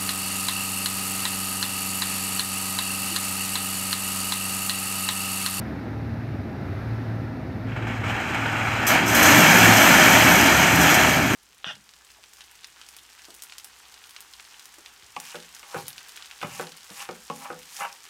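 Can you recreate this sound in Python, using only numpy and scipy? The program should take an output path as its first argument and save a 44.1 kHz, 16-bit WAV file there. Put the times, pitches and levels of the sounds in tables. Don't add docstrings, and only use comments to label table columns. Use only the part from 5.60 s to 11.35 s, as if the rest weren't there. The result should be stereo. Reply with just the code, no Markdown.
import sys
import numpy as np
from scipy import signal
from scipy.fft import rfft, irfft, next_fast_len
from scipy.io import wavfile
from scipy.ndimage import uniform_filter1d, map_coordinates

SR = 44100
rng = np.random.default_rng(int(sys.argv[2]) if len(sys.argv) > 2 else 0)


def rack_gain(trim_db):
    fader = np.asarray(trim_db, float)
    return 10 ** (fader / 20)


def bounce(signal):
    frames = np.transpose(np.atleast_2d(signal))
    limited = np.clip(frames, -1, 1)
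    pcm = np.round(limited * 32767).astype(np.int16)
    wavfile.write(sys.argv[1], SR, pcm)


N = 253575

OPEN_S, LAND_S = 2.06, 3.265
FULL_STREAM_DB = -22

# multiple of shaft rate, level/dB
ENGINE_ORDERS = [(3, -17.5), (4, -10), (5, -8), (7, -10.5), (8, -11.5), (9, -19), (12, -14), (14, -16),
                 (28, -19)]
# f/Hz, level/dB
AUXILIARY_WHINES = [(629.8, -60.5), (802.1, -56.5), (1340, -61)]
# f/Hz, level/dB
EXHAUST_SPECTRUM = [(15, -60), (35, -32), (58, -21.5), (85, -21), (112, -13), (141, -13), (278, -7.5),
                    (350, -15), (565, -26.5), (629, -20.5), (1000, -31), (1300, -60), (2200, -120)]
# f/Hz, level/dB
WORKS_SPECTRUM = [(470, -7), (800, -3.5), (1030, -8.5), (1370, -5.5), (1830, -6.5), (2630, -15),
                  (3180, -23), (3740, -20), (5510, -26.5), (7730, -40.5), (12800, -36), (14700, -39),
                  (16000, -48)]
# t/s, rattle level/dB
CHUTE_FLOW = [
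    (2.06, -41),
    (2.155, -44),
    (2.26, -37.5),
    (2.28, -32),
    (2.43, -34.5),
    (2.46, -29.5),
    (2.75, -27.5),
    (3.26, -24.5),
    (5.75, -29.5),
]
# t/s, peak level/dB, t60/s
CHUTE_BATCHES = [(2.118, -18.5, 0.12), (2.161, -13.5, 0.28), (2.222, -17, 0.11), (2.268, -12, 0.1),
                 (2.31, -28, 0.13), (2.439, -11, 0.13), (2.495, -8.5, 0.25), (2.554, -12, 0.12),
                 (2.599, -9, 0.17), (2.699, -25, 0.12), (2.744, -5.5, 0.13), (2.857, -7, 0.13),
                 (2.969, -20, 0.12), (3.055, -28, 0.12)]
# f/Hz, level/dB
RATTLE_SPECTRUM = [(180, -11.5), (300, -5), (432, -13), (841, -2.5), (1060, -7.5), (1410, -1), (2000, -6.5),
                   (2360, -4), (3280, -13.5), (3620, -27.5), (3900, -19), (5070, -53), (8580, -120)]
# f/Hz, level/dB
GRIT_SPECTRUM = [(2060, -31), (3500, 5), (3680, -24), (4100, -1.5), (4550, -6), (4870, -2), (6920, -0.5),
                 (8680, -7), (9540, -24), (10300, -22), (13400, -49), (22000, -120)]
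# f/Hz, level/dB
DUST_SPECTRUM = [(6060, -34), (10300, -6), (11100, -13), (11900, -1), (12600, 3), (14100, -6), (15700, -19)]
# f/Hz, width/Hz, level/dB
PLATE_MODES = [(175.5, 22, 4), (234, 17, -0.5), (291.5, 35, -2.5), (388, 15, 1), (630, 25, -3),
               (773, 21, 5), (910, 27, 0), (1310, 47, -15.5), (1735, 100, -4.5), (2254, 89, -0.5),
               (2700, 30, -16), (3166, 29, 3)]
# f/Hz, width/Hz, level/dB
RIB_MODES = [(4150, 60, 5), (4900, 49, 6), (6370, 44, -24), (6830, 50, -6), (6750, 40, -8)]
# t/s, crash level/dB
WAGON_STREAM = [
    (3.45, -44),
    (3.5, -32.5),
    (3.67, -23),
    (4.4, -23),
    (4.8, -24.5),
    (5.15, -28.5),
    (5.27, -25.5),
    (5.5, -28.5),
    (5.6, -33.5),
]
# t/s, peak level/dB, t60/s
WAGON_BATCHES = [(3.2664, -22.5, 0.55), (3.46, -34.5, .4), (3.4785, -32, 0.31), (3.5473, -23, 0.47),
                 (3.627, -22, 0.35), (3.7194, -42, .15), (4.1984, -26, .2), (4.3974, -32, 0.13),
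                 (5.155, -22.5, 0.11), (5.21, -25.5, 0.57), (5.3413, -23, 0.12), (5.4924, -30, 0.11)]
# f/Hz, level/dB
CLANG_SPECTRUM = [(240, -54), (400, -9), (436, -11), (626, -1), (891, -2.5), (1130, -5), (1290, -1),
                  (1770, -0.5), (1980, -3), (2310, -2), (3220, -8), (3650, -18), (3900, -13.5),
                  (5070, -19.5), (8580, -120)]
# f/Hz, level/dB
CRASH_SPECTRUM = [(2060, -23.5), (3500, -0.5), (3650, -32), (4040, -5.5), (4590, -20.5), (5010, -2),
                  (5470, -4), (6050, 2.5), (8540, -5.5), (9450, -13), (10500, -16), (13600, -44),
                  (22000, -120)]
# f/Hz, level/dB
SPLINTER_SPECTRUM = [(6060, -37), (10300, -13.5), (10900, -12), (11800, 2), (12600, 4), (14000, -2),
                     (15700, -13)]
# f/Hz, level/dB
BOOM_SPECTRUM = [(71, -54), (120, -4), (135, -15.5), (167, -1.5), (286, 0.5), (390, -5.5), (432, -26),
                 (480, -8.5), (620, -54), (1060, -120)]
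# t/s, f/Hz, level/dB, half-length/s
HOPPER_SWELLS = [
    (3.5, 112, -30, .03),
    (3.733, 302.4, -26.5, 0.15),
    (3.747, 113, -26, .045),
    (3.834, 157.3, -25, 0.052),
    (3.987, 175.8, -31, 0.23),
    (4.093, 112, -21.5, 0.082),
    (4.2, 214.6, -31.5, 0.25),
    (4.607, 112, -32, 0.06),
    (5.14, 112, -28, 0.03),
    (5.202, 167, -27, 0.088),
]
# f/Hz, level/dB
FRAME_SPECTRUM = [(30, -55), (55, -20), (76, 2.5), (100, -14), (135, 5), (170, -8), (300, -120)]
# f/Hz, level/dB
DIFFERENCE_SPECTRUM = [(1500, -38), (3000, -7), (5500, -11), (7700, -19), (12800, -15), (14700, -22),
                       (15500, -40)]


def unit(x):
    return x / np.sqrt(np.mean(x ** 2) + 1e-20)


def curves(rows):
    s, *cols = np.transpose(rows)
    return [np.interp(np.arange(N) / SR, s, c) for c in cols]


def wobble(rate):
    knots = rng.standard_normal(int(N * rate / SR) + 4)
    return map_coordinates(knots, [np.arange(N) * rate / SR])


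def coloured(x, spectrum, modes=(), lift_db=0):
    m = next_fast_len(N + 8192)
    hz = np.fft.rfftfreq(m, 1 / SR)
    f, db = np.transpose(spectrum)
    gain = rack_gain(np.interp(np.log(hz + 1), np.log(f + 1), db))
    ring = sum(rack_gain(level) / (1 + ((hz - c) / (w / 2)) ** 2) for c, w, level in modes)
    return unit(irfft(rfft(x, m) * gain * (1 + rack_gain(lift_db) * ring), m)[:N])


def patchy(x, depth_db):
    z = signal.stft(x, nperseg=1024)[2]
    field = uniform_filter1d(rng.standard_normal(z.shape), size=3, axis=0)
    field = uniform_filter1d(field, size=4, axis=1)
    return signal.istft(z * rack_gain(depth_db * unit(field)), nperseg=1024)[1][:N]


def engine():
    shaft_hz = 18.78
    beat_hz, cancel_s = 1.19, 1.0
    turn = 2 * np.pi * np.cumsum(shaft_hz * (1 + 0.0032 * wobble(4.05))) / SR
    t = np.arange(N) / SR
    slip = 2 * np.pi * beat_hz * (t - cancel_s)
    motor = rack_gain(-37 - 20 * np.clip((t - LAND_S) / 0.35, 0, 1))
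    firing = np.sqrt(2) * (rack_gain(-39.5) * np.sin(6 * turn) - motor * np.sin(6 * turn - slip))
    orders = sum(rack_gain(db - 32.5 + 4.84 * wobble(9)) * np.sin(k * turn + 1.33 * wobble(8))
                 for k, db in ENGINE_ORDERS)
    whine = sum(rack_gain(db - 0.5 + 5.3 * wobble(3.6)) * np.sin(2 * np.pi * hz * t + 1.5 * wobble(6.7))
                for hz, db in AUXILIARY_WHINES)
    puff = rack_gain(0.38 * np.sin(turn) + 0.69 * wobble(8.1))
    exhaust = unit(puff * coloured(rng.standard_normal(N), EXHAUST_SPECTRUM))
    roar = rack_gain(-35 + 0.27 * wobble(2.8)) * exhaust
    return rack_gain(2.1 * wobble(13)) * firing + orders + whine + roar


def works():
    hiss = coloured(patchy(rng.standard_normal(N), depth_db=0.5), WORKS_SPECTRUM)
    return rack_gain(-43.5 + 0.64 * wobble(4.4)) * hiss


def stones(per_s, spread_db, t60, blur):
    chance, size, air = rng.random(N), rng.exponential(size=N), rng.standard_normal(N)
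    knocks = np.clip((per_s / SR - chance) * SR / 100, 0, 1)
    knocks = knocks * rack_gain(2 * spread_db * np.minimum(size, 3.5))
    decay = rack_gain(-120 * np.arange(SR // 10) / SR / t60)
    crunch = np.sqrt(np.abs(signal.fftconvolve(knocks, decay)[:N]))
    return unit(crunch * air) + blur * rng.standard_normal(N)


def surges(rows, gain_db, lasts=1):
    level, t = np.zeros(N + SR), np.arange(SR // 2) / SR
    onset = np.clip(t / 0.002, 0, 1)
    for s, db, t60 in rows:
        level[round(s * SR):][:len(t)] += rack_gain(db + gain_db - 60 * t / (lasts * t60)) * onset
    return level[:N]


def chute():
    rattle_db, = curves(CHUTE_FLOW)
    over_full_db = rattle_db + 26.5
    grit_db = -17.5 + 0.29 * over_full_db
    dust_db = -29.5 + 0.45 * over_full_db
    opening = np.clip((np.arange(N) / SR - OPEN_S) / 0.027, 0, 1)
    flow = rack_gain(rattle_db + 0.13 * wobble(25.8)) * opening
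    thud = np.hypot(flow, surges(CHUTE_BATCHES, gain_db=-17.5))
    chip = np.hypot(flow, surges(CHUTE_BATCHES, gain_db=-19.0, lasts=0.9))
    lumps = patchy(stones(680, spread_db=1.5, t60=0.051, blur=1.12), depth_db=0.85)
    rattle = coloured(lumps, RATTLE_SPECTRUM, PLATE_MODES, lift_db=-10.5)
    chips = patchy(stones(790, spread_db=0.5, t60=0.039, blur=0.95), depth_db=0.0)
    grit = rack_gain(grit_db) * coloured(chips, GRIT_SPECTRUM, RIB_MODES, lift_db=-3.0)
    dust = rack_gain(dust_db) * coloured(chips, DUST_SPECTRUM)
    return thud * rattle + chip * (grit + dust)


def impact(grows=1, lasts=1, slug_db=0):
    stream_db, = curves(WAGON_STREAM)
    stream = rack_gain(grows * (stream_db - FULL_STREAM_DB)) * (np.arange(N) / SR > LAND_S)
    return np.hypot(stream, surges(WAGON_BATCHES, slug_db - FULL_STREAM_DB, lasts))


def lagged(level, lag_s):
    u = np.arange(SR // 2) / SR / lag_s
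    store = u * np.exp(-u)
    return np.sqrt(np.abs(signal.fftconvolve(level ** 2, store / np.sum(store))[:N]))


def wagon():
    uneven = wobble(30)
    blows = patchy(stones(900, spread_db=1.0, t60=0.01, blur=1.42), depth_db=0.93)
    clang = coloured(blows, CLANG_SPECTRUM, PLATE_MODES, lift_db=-3.5)
    ringing = lagged(impact(slug_db=-0.56), lag_s=0.022)
    clang = rack_gain(FULL_STREAM_DB + 9.5 + 0.073 * uneven) * ringing * clang
    chips = patchy(stones(590, spread_db=2.0, t60=0.036, blur=1.43), depth_db=1.5)
    crash = coloured(chips, CRASH_SPECTRUM, RIB_MODES, lift_db=-7.0)
    crash = rack_gain(FULL_STREAM_DB + 0.15 * uneven) * impact() * crash
    sharp = impact(grows=1.1, lasts=0.69, slug_db=2.5)
    splinter_level = rack_gain(-27 + 0.2 * uneven + 1.3 * wobble(13)) * sharp
    return clang + crash + splinter_level * coloured(chips, SPLINTER_SPECTRUM)


def hollow():
    t = np.arange(N) / SR
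    boom = patchy(rng.standard_normal(N), depth_db=1.5)
    boom = coloured(boom, BOOM_SPECTRUM, PLATE_MODES, lift_db=-5.0)
    boom_db = -20 - 2 * np.clip((t - 4.04) / 0.59, 0, 1)
    boom = rack_gain(boom_db) * lagged(impact(), lag_s=0.13) ** 0.61 * boom
    waver = 0.56 * wobble(8)
    swell = sum(rack_gain(db) * np.exp(-0.5 * ((t - s) / half) ** 2) * np.sin(2 * np.pi * hz * t + waver)
                for s, hz, db, half in HOPPER_SWELLS)
    settling = np.exp(-0.5 * ((t - 5.23) / 0.57) ** 2)
    shake = rack_gain(-54.5) + rack_gain(-28.5) * settling
    return boom + np.sqrt(2) * swell + shake * coloured(rng.standard_normal(N), FRAME_SPECTRUM)


def scene():
    landed = np.clip((np.arange(N) / SR - LAND_S) / 0.0026, 0, 1)
    yard = engine() + works() + chute() + landed * (wagon() + hollow())
    shared, apart = rng.standard_normal((2, N))
    difference = rack_gain(-82.5) * coloured(apart, DIFFERENCE_SPECTRUM)
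    return yard + rack_gain(-78) * shared + difference * np.array([[1], [-1]])


def top_cut(x):
    return signal.sosfilt(signal.butter(12, 16470, fs=SR, output="sos"), x)


def record(dry):
    overload, low_hz, top_hz = 1.15, 45, 15760
    loud = dry / (1 + np.abs(dry / overload) ** 4) ** (1 / 4)
    hz = np.fft.rfftfreq(N, 1 / SR)
    band = (hz < top_hz) / np.sqrt(1 + (low_hz / (hz + 1)) ** 10)
    mix = irfft(rfft(loud) * band, N)
    return top_cut(mix)


dry = scene()
out = record(dry)
bounce(out)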